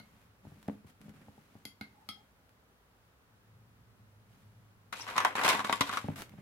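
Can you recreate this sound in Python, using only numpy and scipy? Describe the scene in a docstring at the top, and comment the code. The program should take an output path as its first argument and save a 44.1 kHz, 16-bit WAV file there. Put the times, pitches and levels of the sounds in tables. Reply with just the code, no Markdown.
"""Painting things are handled on a desk in a small quiet room. First a hand brushes a sketchbook
(sliding friction) and bumps it (impacts that set the desk booming). Near 2 s a rinsed brush clinks
against its water jar, whose modes ring freely. A low wavering drone swells at 3.5 s. From 4.9 s a tin
of coloured pencils is pushed round in short shoves: stick-slip friction makes it grind, and jolts
make the pencils rattle. Just after 6 s it settles with two thuds."""
import sys
import numpy as np
from scipy import signal
from scipy.fft import rfft, irfft
from scipy.io import wavfile
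from scipy.ndimage import uniform_filter1d

SR = 44100
rng = np.random.default_rng(int(sys.argv[2]) if len(sys.argv) > 2 else 0)


def wrap_up_sound(samples):
    """Save the sound to the file named by the first command line argument, as 16-bit audio."""
    columns = np.atleast_2d(samples).T
    # keep every value between -1 and 1, then stretch to whole-number steps
    tamed = np.clip(columns, -1, 1)
    steps = np.round(tamed * 32767).astype(np.int16)
    wavfile.write(sys.argv[1], SR, steps)


N = 282681
SIZE = 16384  # samples in one impulse response
HZ = np.maximum(np.arange(SIZE // 2 + 1) * SR / SIZE, 1)  # its frequency grid
AGE = np.arange(SIZE) / SR  # its time axis in seconds
DIRECT_WIDTH_DB = -3  # direct sound is narrower than the diffuse field

# Tabulated levels are relative: each source applies its own gain.
# jolts of the pencils in the tin: t/s, clack level/dB, sharpness/dB, desk knock level/dB, hollow f/Hz
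JOLTS = [(4.926, -27, 0, -49.5, 1330), (5.086, -29.5, -1.5, -61, 1250), (5.156, -27.5, -15, -48, 1070),
         (5.164, -22, -1.5, -46, 1140), (5.179, -11.5, -1, -42, 1080), (5.202, -18, -3.5, -48, 1150),
         (5.248, -9, -5, -53, 934), (5.266, -21.5, -26, -72, 865), (5.353, -20.5, -6, -43, 875),
         (5.446, -21.5, 5, -37, 990), (5.479, -13, -0.5, -49, 1010), (5.489, -23, 14.5, -49, 1040),
         (5.499, -18, 5, -38.5, 1080), (5.549, -19, -13, -38, 1010), (5.592, -19.5, -7, -44, 1180),
         (5.603, -22, -8, -46, 1020), (5.646, -20, -7, -38.5, 1167), (5.695, -15.5, -17.5, -36.5, 800),
         (5.726, -15.5, 1, -39, 1100), (5.808, -13.5, 2.5, -28, 1090), (5.814, -22, 2.5, -32, 1020),
         (5.893, -21.5, -11, -43, 1260), (5.927, -30, -3, -51, 1220), (5.935, -24.5, -8, -47, 1280),
         (5.971, -18.5, -2.5, -43.5, 1260)]
# resonances of the tin's panels: f/Hz, bandwidth/Hz, lift/dB
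TIN_MODES = [(213, 22, 8), (280, 16, 9), (425, 16, 5), (510, 10, 9), (645, 16, 4), (742, 20, 5),
             (932, 20, 8), (1030, 24, 10), (1130, 24, 8), (1260, 30, 3), (1435, 26, 6), (1558, 26, 5),
             (1724, 26, 6), (1959, 20, 7), (2046, 20, 7), (2223, 14, 9), (2445, 26, 7), (3201, 14, 8),
             (3285, 18, 8), (3580, 50, 3)]
# spectral envelopes of the tin's clack and of the snap and click at the contact: f/Hz, level/dB
CLACK_SPECTRUM = [(100, -45), (350, -9), (600, -7), (1000, -5.5), (1500, -2.5), (2200, -6), (3500, -29),
                  (5000, -27), (9000, -56)]
SNAP_SPECTRUM = [(1000, -27), (2000, 2.5), (2600, -1), (3800, -1.5), (4600, -8.5), (6000, -8.5),
                 (12000, -38)]
CLICK_SPECTRUM = [(2000, -7), (4500, 4), (5500, 7.5), (8000, 6), (10500, 6), (11900, 3), (13000, 0),
                  (15500, -8)]


def tin_rattle(clack_db, snap_db, click_db, knock_db, clank_db, rise_s):
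    """Impact excitation: each jolt sounds tin and desk; a sharper contact radiates more treble."""
    out = np.zeros((2, N))
    board = spectrum(DESK_SPECTRUM, DESK_MODES)
    for s, db, sharpness, desk_db, hollow_hz in JOLTS:
        decay_s = 0.0057 * np.exp(0.083 * rng.standard_normal())
        # the point of contact favours some panels; every pencil has brief modes of its own
        panels = [(hz, width, lift + rng.standard_normal()) for hz, width, lift in TIN_MODES]
        pencil = [(hz, 31, 9) for hz in rng.uniform(2497, 14000, size=12)]
        clack = spectrum(CLACK_SPECTRUM, panels) + 15 * bell(hollow_hz, width_hz=490)
        contact = spectrum(SNAP_SPECTRUM, pencil)
        snap = contact + 5.5 * bell(2000 + 20 * sharpness, width_hz=320)
        click = spectrum(CLICK_SPECTRUM, pencil)
        clank = contact + 13 * bell(3800, width_hz=700)  # the base lands on the desk
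        add(out, s, from_db(db + clack_db) * impact(clack, decay_s, rise_s))
        add(out, s, from_db(db + sharpness + snap_db) * impact(snap, decay_s, rise_s))
        add(out, s, from_db(db + 1.13 * sharpness + click_db) * impact(click, 0.67 * decay_s))
        add(out, s, from_db(desk_db + knock_db) * impact(board, decay_s=0.0021))
        add(out, s, from_db(desk_db + clank_db) * impact(clank, decay_s))
    return out


# shoves of the tin: t/s, duration/s, level/dB, swell/dB, grit level re the shove/dB
TIN_SHOVES = [(4.923, 0.11, -46, -3.5, -5.5), (5.062, .075, -43, 2, -12), (5.158, 0.11, -36.5, 1, -17),
              (5.351, 0.18, -31.5, 2, -15.5), (5.432, 0.062, -26, -0.5, -9), (5.64, 0.12, -41, -1.5, -10),
              (5.818, 0.14, -45, 3.5, -7.5)]
# spectral envelopes of the grinding tin and of its gritty hiss: f/Hz, level/dB
GRIND_SPECTRUM = [(60, -29), (200, -5.5), (400, 2), (600, 2), (800, 7.5), (1050, 4), (1500, 5.5),
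                  (2200, -1.5), (3000, -7.5), (3800, -24), (5000, -28), (9000, -67)]
GRIT_SPECTRUM = [(1000, -34), (2500, 8.5), (4000, 7), (5500, 2), (8000, -2), (10500, -2.5), (11900, -2.5),
                 (13000, -2.5), (15500, -18)]


def tin_slide(grind_db, hiss_db, patter_db):
    """Forced vibration: the tin's juddering base drives its panels, a hiss and the loose pencils."""
    drive, grit = 0, 0
    for s, length_s, db, swell_db, grit_db in TIN_SHOVES:
        shove = from_db(db) * gesture(s, length_s, attack_s=0.0052, fall_db_per_s=174, swell_db=swell_db)
        drive = np.maximum(drive, shove)
        grit = np.maximum(grit, from_db(grit_db) * shove)
    slips = friction(slips_per_s=400, spread_db=0.5, slip_s=0.005, smooth_share=0.15)
    panels = spectrum(GRIND_SPECTRUM, TIN_MODES) + 1.5 * bell(1080, width_hz=240)  # the hollow sings too
    grind = from_db(grind_db) * colour(drive * slips, panels) / np.std(colour(slips, panels))
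    hiss = from_db(hiss_db) * unit_rms(colour(slips, spectrum(GRIT_SPECTRUM)))
    patter = from_db(patter_db) * pencil_patter(spectrum(GRIT_SPECTRUM, TIN_MODES))
    return grind + grit * (hiss + patter)


def pencil_patter(gain_db, pencils=5, taps_per_s=110, spread_db=4):
    """Poisson process: loose pencils collide at random, each ringing briefly in its own modes."""
    out = 0
    for _ in range(pencils):
        strength = from_db(spread_db * np.minimum(rng.exponential(1, N), 2.5))
        taps = strength * (rng.random(N) < taps_per_s / pencils / SR)
        modes = [(hz, 110, 13) for hz in rng.uniform(1770, 12070, size=6)]
        response = impact(gain_db + resonances(modes), decay_s=0.0019)
        out = out + signal.fftconvolve(taps[None], response, axes=1)[:, :N]
    return unit_rms(out)


# soft blows on the desk: t/s, level/dB, thump re the blow/dB, rap re the blow/dB, boom f/Hz
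DESK_BLOWS = [(0.45, -48, -8, -6.5, 282), (0.468, -45.5, 2.5, -18, 102), (0.517, -53, 7.5, -5, 102),
              (0.683, -27, -20, -9, 377), (0.696, -32, -18, -20, 396), (0.845, -49, 4.5, -10, 151),
              (1.081, -46, 2.5, -19, 136), (1.283, -47.5, -3, -5.5, 210), (1.378, -58, 4, 4, 201),
              (1.552, -46, -2, -18, 173), (6.043, -32, -3, -6, 190), (6.084, -29.5, -3.5, -8, 170),
              (6.1, -34, -6, -35, 170), (6.337, -45.5, 2, -22, 164), (6.38, -51.5, 7, -4.5, 145)]
# resonances of the desk top: f/Hz, bandwidth/Hz, lift/dB
DESK_MODES = [(96, 16, 4), (158, 16, 5), (210, 15, 10), (280, 10, 13), (323, 12, 7), (388, 14, 5),
              (592, 15, 9), (830, 30, 4)]
# spectral envelopes of the desk's knock, deep thump and hard rap: f/Hz, level/dB
DESK_SPECTRUM = [(40, -18), (110, -4.5), (170, -3), (220, 1.5), (330, -9.5), (450, -8.5), (700, -11.5),
                 (1500, -23.5), (4000, -30), (15000, -105)]
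THUMP_SPECTRUM = [(20, -42), (55, -2), (100, 4.5), (150, 8), (260, -27.5), (1000, -67), (15000, -100)]
RAP_SPECTRUM = [(150, -10), (400, -1.5), (620, -3.5), (850, 6), (1200, -30.5), (1700, -20), (3000, -39),
                (15000, -36)]


def desk_bumps(knock_db, thump_db, rap_db):
    """Plate vibration: hand, tin and jar set the desk booming; a harder blow has a shorter contact."""
    out = np.zeros((2, N))
    cushion = -10 * np.log10(1 + (HZ / 2040) ** 4)  # a soft contact is a low-pass filter
    board = spectrum(DESK_SPECTRUM, DESK_MODES) + cushion
    deep = spectrum(THUMP_SPECTRUM, DESK_MODES)
    hard = spectrum(RAP_SPECTRUM) + 0.12 * resonances(DESK_MODES) + cushion
    under_jar = [(s, db, -8, -14, 228) for s, *_, db in JAR_STRIKES]  # columns as in DESK_BLOWS
    for s, db, thump, rap, boom_hz in DESK_BLOWS + under_jar:
        push_s = 0.0017 * 2 ** ((-44.5 - db) / 38)  # halves for a blow 38 dB harder
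        rap_s = 0.51 * push_s
        boom = board + 4 * bell(boom_hz, width_hz=230)  # its pitch depends on the spot struck
        add(out, s, from_db(db + knock_db) * impact(boom, push_s, push_s))
        add(out, s, from_db(db + thump + thump_db) * impact(deep, push_s, push_s))
        add(out, s, from_db(db + rap + rap_db) * impact(hard, rap_s, rap_s))
    return out


# strikes of the brush on the jar: t/s, place, ring level/dB, crack level/dB,
# crack tilt/(dB per octave), share of the free decay time, desk knock level/dB
JAR_STRIKES = [(0.0, "foot", -58, -63.5, 0.5, 0.96, -49), (1.653, "rim", -47, -52.5, 3.5, 0.28, -44.5),
               (1.811, "foot", -46, -53.5, -1, 0.46, -37), (2.089, "wall", -42, -50, 1, 0.36, -45)]
# modes of the jar: f/Hz, free T60/s, level/dB when struck at the rim, at the wall, at the foot
JAR_MODES = [(1300, 0.31, -37, -10, -24), (1264, 0.18, -23, -4.5, -11), (1470, 0.09, -3, -37, 3),
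             (2065, 0.31, -2, -5, -8), (2175, 0.18, -15, 0.5, 2), (2140, 0.11, -4.5, -11, -3),
             (3219, 0.83, -30, -7, -37), (3276, 0.28, -1.5, -4.5, -27), (3730, 0.064, -12, -10, -33),
             (4200, 0.03, -15, -18, 1), (4350, 0.071, 5, 6, -1.5), (4640, 0.091, 4, -5, -6.5),
             (5000, 0.11, -12, -26, -23), (5080, 0.14, 0, -0.5, -24), (6770, 0.061, 0.5, -28, -23),
             (9030, 0.32, -35, -20, -36), (9200, 0.21, -26, -13, -33), (10860, 0.13, -2, -45, -22),
             (12500, 0.16, -19, -33, -20), (11600, 0.19, -10, -31, -30)]
# places struck, in the order of those level columns
JAR_PLACES = ["rim", "wall", "foot"]
# spectral envelope of the handle's crack: f/Hz, level/dB
CRACK_SPECTRUM = [(200, -79), (700, 21.5), (1400, -4), (2500, 9.5), (4300, 11), (7000, -4), (9000, -4.5),
                  (12000, 5.5), (15500, -19)]


def jar_clinks(crack_s, scatter_db, flutter_hz, flutter_depth):
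    """Damped free vibration: the brush handle strikes the jar; the place struck weights the modes."""
    out = np.zeros((2, N))
    hz, t60, *levels = np.transpose(JAR_MODES)[:, :, None]
    count = len(JAR_MODES)
    flutter_filter = signal.butter(2, flutter_hz, fs=SR, output="sos")
    for s, place, ring_db, crack_db, tilt, decay_share, _ in JAR_STRIKES:
        mode_db = levels[JAR_PLACES.index(place)] + 0.6 * min(tilt, 0) * np.log2(hz)
        strength = from_db(mode_db + scatter_db * rng.standard_normal((2, count, 1)))
        # each mode's level wavers at random, roughening the jar's ring
        flutter = unit_rms(signal.sosfilt(flutter_filter, rng.standard_normal((count, SIZE))))
        phase = 2 * np.pi * (hz * AGE + rng.random((count, 1)))
        phase = phase + rng.standard_normal((2, count, 1))  # left and right are a little out of step
        decay = from_db(-60 * AGE / (t60 * decay_share))
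        ring = (strength * (1 + flutter_depth * flutter) * np.sin(phase) * decay).sum(axis=1)
        add(out, s, from_db(ring_db) * unit_onset(ring))
        crack = spectrum(CRACK_SPECTRUM) + tilt * np.log2(HZ)
        for delay_s, loss_db in [(0, 0), (0.0038, -7.5)]:  # strike and rebound
            add(out, s + delay_s, from_db(crack_db + loss_db) * impact(crack, crack_s))
    return out


# strokes over the sketchbook: t/s, duration/s, rustle level/dB, scuff level/dB, rumble level/dB
HAND_STROKES = [(0, 0.25, -73.5, -71.5, -66.5), (0.428, 0.31, -71.5, -74, -56.5),
                (0.864, 0.043, -65, -80, -63), (1.003, 0.099, -70, -73, -50.5),
                (1.134, 0.09, -71.5, -61, -54.5), (1.23, 0.37, -73, -78, -65), (1.84, 0.4, -78, -89, -71.5),
                (4.288, 0.14, -73.5, -84, -67), (4.452, 0.24, -82, -94, -79),
                (6.048, 0.092, -66, -52.5, -47), (6.156, 0.07, -48.5, -54, -54),
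                (6.243, 0.19, -73.5, -63, -53.5)]
# spectral envelope of rubbed paper: f/Hz, level/dB
PAPER_SPECTRUM = [(150, 5), (500, 2.5), (1300, 2.5), (3000, -3), (5000, -8), (8000, -10.5), (12000, -9.5),
                  (15500, -15.5)]


def hand_on_paper(rustle_db, scuff_db, rumble_db):
    """Sliding friction: skin rustles and scuffs over the page, and its drag rumbles in the desk."""
    envelopes = 0
    for s, length_s, *levels in HAND_STROKES:
        stroke = gesture(s, length_s, attack_s=0.063 * length_s, fall_db_per_s=49 / length_s)
        envelopes = envelopes + from_db(levels)[:, None] * stroke
    rustle, scuff, rumble = envelopes
    rub = friction(slips_per_s=1200, spread_db=0.5, slip_s=0.002, smooth_share=0.33)
    drag = friction(slips_per_s=55, spread_db=-2.5, slip_s=0.02, smooth_share=0.3)
    page = spectrum(PAPER_SPECTRUM)
    pressed_skin = page + 14 * bell(1390, width_hz=3800)
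    board = spectrum(DESK_SPECTRUM, DESK_MODES) + 8 * bell(165, width_hz=200)
    return (from_db(rustle_db) * rustle * unit_rms(colour(rub, page))
            + from_db(scuff_db) * scuff * unit_rms(colour(drag, pressed_skin))
            + from_db(rumble_db) * rumble * unit_rms(colour(drag, board)))


# small dry ticks: t/s, level/dB
PAPER_TICKS = [(0.215, -59), (0.628, -50.5), (0.6798, -47.5), (1.0145, -50), (1.0934, -51.5), (2.493, -58),
               (6.079, -50), (6.2201, -34.5), (6.2939, -50.5)]


def paper_ticks(gain_db):
    """Impulsive excitation: a very brief contact sounds the paper's broad spectrum."""
    out = np.zeros((2, N))
    for s, db in PAPER_TICKS:
        add(out, s, from_db(db + gain_db) * impact(spectrum(PAPER_SPECTRUM), decay_s=0.0022))
    return out


# squeaks of things rubbing: t/s, duration/s, f/Hz, bandwidth/Hz, level/dB
RUB_SQUEAKS = [(1.933, .13, 848, 80, -66), (2.16, 0.069, 820, 80, -66), (5.003, .024, 5600, 750, -44)]


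def squeaks():
    """Narrow-band resonance: a rubbing contact sings briefly around one frequency."""
    out = np.zeros((2, N))
    for s, length_s, hz, width_hz, db in RUB_SQUEAKS:
        swell = signal.windows.tukey(int(length_s * SR))
        band = colour(white_noise(SIZE), 20 * np.log10(bell(hz, width_hz) + 1e-4))
        add(out, s, from_db(db) * unit_rms(band[:, -len(swell):]) * swell)
    return out


# reverberation time of the room: f/Hz, T60/s
REVERB_TIMES = [(150, 0.45), (1000, 0.22), (4000, 0.25), (14000, 0.18)]


def room(x, wet_db):
    """Reverberation: a diffuse tail decays exponentially in each octave, slowest in the bass."""
    white = rfft(white_noise(SIZE))
    octave = np.floor(np.log2(np.maximum(HZ, 128)))
    tail = 0
    for k in np.unique(octave):
        t60 = spectrum(REVERB_TIMES)[octave == k].mean()
        tail = tail + irfft(white * (octave == k)) * from_db(-60 * AGE / t60)
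    onset = np.clip(AGE / 0.0034 - 1, 0, 1)  # reflections begin after 3.4 ms
    tail = unit_rms(tail * onset) / np.sqrt(SIZE)
    return x + from_db(wet_db) * signal.fftconvolve(x, tail, axes=1)[:, :N]


# spectral envelopes of the room air and of the low drone: f/Hz, level/dB
AIR_SPECTRUM = [(15, -63), (25, -54.5), (48, 4), (82, 1.5), (110, 0.5), (136, -5.5), (173, -2), (274, -6),
                (297, -11), (421, -7), (684, -11.5), (1300, -12), (2230, -20.5), (8130, -31.5),
                (15500, -29)]
DRONE_SPECTRUM = [(40, -41), (80, -21.5), (105, 3), (120, -4.5), (145, -17), (200, -14.5), (300, -25.5),
                  (600, -61.5)]
# a faint steady whine: f/Hz, bandwidth/Hz, lift above the air/dB
WHINE_PEAK = [(10840, 43, 10)]
# course of the drone: t/s, level/dB
DRONE_ENVELOPE = [(0, -70), (3.1, -79), (3.55, -62.5), (4.2, -62), (4.9, -61.5), (6.41, -61)]


def background(air_db):
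    """Filtered noise: broadband room air with a faint whine, and a low drone whose narrow band wavers."""
    air = unit_rms(colour(white_noise(N), spectrum(AIR_SPECTRUM, WHINE_PEAK)))
    drone = unit_rms(colour(white_noise(N), spectrum(DRONE_SPECTRUM)))
    drone_db = np.interp(np.arange(N) / SR, *np.transpose(DRONE_ENVELOPE))
    return from_db(air_db) * air + from_db(drone_db) * drone


def chatter(decay_s, rise_s):
    """Contact force: a burst of micro-impacts builds and dies away, whitened to be even across pitch."""
    burst = rng.standard_normal(SIZE) * np.exp(-AGE / decay_s) * (1 - np.exp(-AGE / rise_s)) ** 2
    power = uniform_filter1d(abs(rfft(burst)) ** 2, size=60)
    return colour(burst, -10 * np.log10(power + 1e-12))[0]


def impact(gain_db, decay_s, rise_s=0.0001):
    """Source and filter: a contact force is heard through a body's frequency response."""
    force = stereo(chatter(decay_s, rise_s), chatter(decay_s, rise_s), DIRECT_WIDTH_DB)
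    return unit_onset(colour(force, gain_db))


def friction(slips_per_s, spread_db, slip_s, smooth_share):
    """Stick-slip motion: uneven little bursts of noise over a smooth rub."""
    slips = rng.random(N) < slips_per_s / SR
    energy = from_db(spread_db * np.minimum(rng.exponential(1, N), 3)) ** 2
    power = signal.lfilter([1], [1, -np.exp(-2 / (slip_s * SR))], slips * energy + 1e-18)
    return white_noise(N, DIRECT_WIDTH_DB) * np.sqrt(power / power.mean() + smooth_share)


def gesture(start_s, length_s, attack_s, fall_db_per_s, swell_db=0):
    """Amplitude envelope of a hand movement: attack, a hold that may swell, exponential release."""
    age = np.arange(N) / SR - start_s
    db = swell_db * np.clip(age / length_s, 0, 1) - fall_db_per_s * np.maximum(age - length_s, 0)
    return np.clip(age / attack_s, 0, 1) * from_db(np.maximum(db, -150))


def bell(hz, width_hz):
    """Lorentzian resonance curve of height 1."""
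    return 1 / (1 + (2 * (HZ - hz) / width_hz) ** 2)


def resonances(modes):
    """Power summation: the joint lift of resonance peaks, in dB."""
    lift = sum((from_db(db) ** 2 - 1) * bell(hz, width) for hz, width, db in modes)
    return 10 * np.log10(np.maximum(1 + lift, 1e-3))


def spectrum(points, modes=()):
    """Interpolation over log frequency, with any resonances raised above the curve."""
    hz, value = np.transpose(points)
    return np.interp(np.log(HZ), np.log(hz), value) + resonances(modes)


def colour(x, gain_db):
    """Causality: in a minimum-phase filter resonances ring on after the blow, and nothing sounds early."""
    cepstrum = irfft(np.log(from_db(gain_db)))
    cepstrum[1:SIZE // 2] *= 2
    cepstrum[SIZE // 2 + 1:] = 0
    response = irfft(np.exp(rfft(cepstrum)))
    return signal.fftconvolve(np.atleast_2d(x), response[None], axes=1)[:, :x.shape[-1]]


# stereo width: f/Hz, side level re mid/dB
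SIDE_SPECTRUM = [(30, -5), (120, -15), (280, -9.5), (600, -4.5), (1200, -1), (2200, 3), (4000, 2),
                 (12000, 2)]


def stereo(mid, side, width_db=0):
    """Spatial coherence: bass reaches left and right alike, treble differently."""
    return mid + colour(side, spectrum(SIDE_SPECTRUM) + width_db) * [[1], [-1]]


def white_noise(samples, width_db=0):
    """Gaussian noise, white in the mid signal and spread in stereo."""
    return stereo(*rng.standard_normal((2, samples)), width_db)


def to_left(x, balance, lag_samples):
    """Level and time differences: a source on the left is louder and earlier on that side."""
    n = np.arange(N)
    lean_db = spectrum(balance) / 2
    late_right = np.interp(n - lag_samples, n, x[1])
    return np.vstack([colour(x[0], lean_db), colour(late_right, -lean_db)])


def from_db(db):
    """Level to amplitude ratio."""
    return 10 ** (np.asarray(db) / 20)


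def unit_rms(x):
    """Normalisation to unit rms."""
    return x / np.sqrt(np.mean(x ** 2) + 1e-20)


def unit_onset(x):
    """Normalisation to unit rms over the first 20 ms."""
    return x / np.sqrt(np.mean(x[..., :SR // 50] ** 2))


def add(out, s, sound):
    """Superposition of a sound at time s."""
    start = max(round(s * SR), 0)
    out[:, start:start + sound.shape[-1]] += sound[..., :N - start]


# leftward lean of the tin and of the desk: f/Hz, left level re right/dB
TIN_LEAN = [(350, 1), (700, 3), (1300, 2), (4400, 0), (15000, 0)]
DESK_LEAN = [(100, 0.1), (1000, 2)]


def scene():
    """Superposition of every source and its reverberation, heard from just above the desk."""
    rattle = tin_rattle(clack_db=-14, snap_db=-19.5, click_db=-27, knock_db=-6, clank_db=-6,
                        rise_s=0.00052)
    slide = tin_slide(grind_db=-1, hiss_db=2, patter_db=-1)
    tin = to_left(room(slide + rattle, wet_db=-13), TIN_LEAN, lag_samples=5.19)
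    bumps = desk_bumps(knock_db=-7.5, thump_db=-8, rap_db=-8.5)
    desk = to_left(room(bumps, wet_db=-11.5), DESK_LEAN, lag_samples=6.8)
    jar = room(jar_clinks(crack_s=0.0015, scatter_db=4.5, flutter_hz=90, flutter_depth=0.35), wet_db=-5)
    strokes = hand_on_paper(rustle_db=2, scuff_db=-4.5, rumble_db=-3.5)
    hand = room(strokes + paper_ticks(gain_db=-13) + squeaks(), wet_db=-10.5)
    return tin + desk + jar + hand + background(air_db=-66)


def record(dry):
    """Band limiting: an elliptic low-pass filter cuts steeply above 15.8 kHz."""
    return signal.sosfilt(signal.ellip(10, 0.2, 80, 15800, fs=SR, output="sos"), dry)


dry = scene()
out = record(dry)
wrap_up_sound(out)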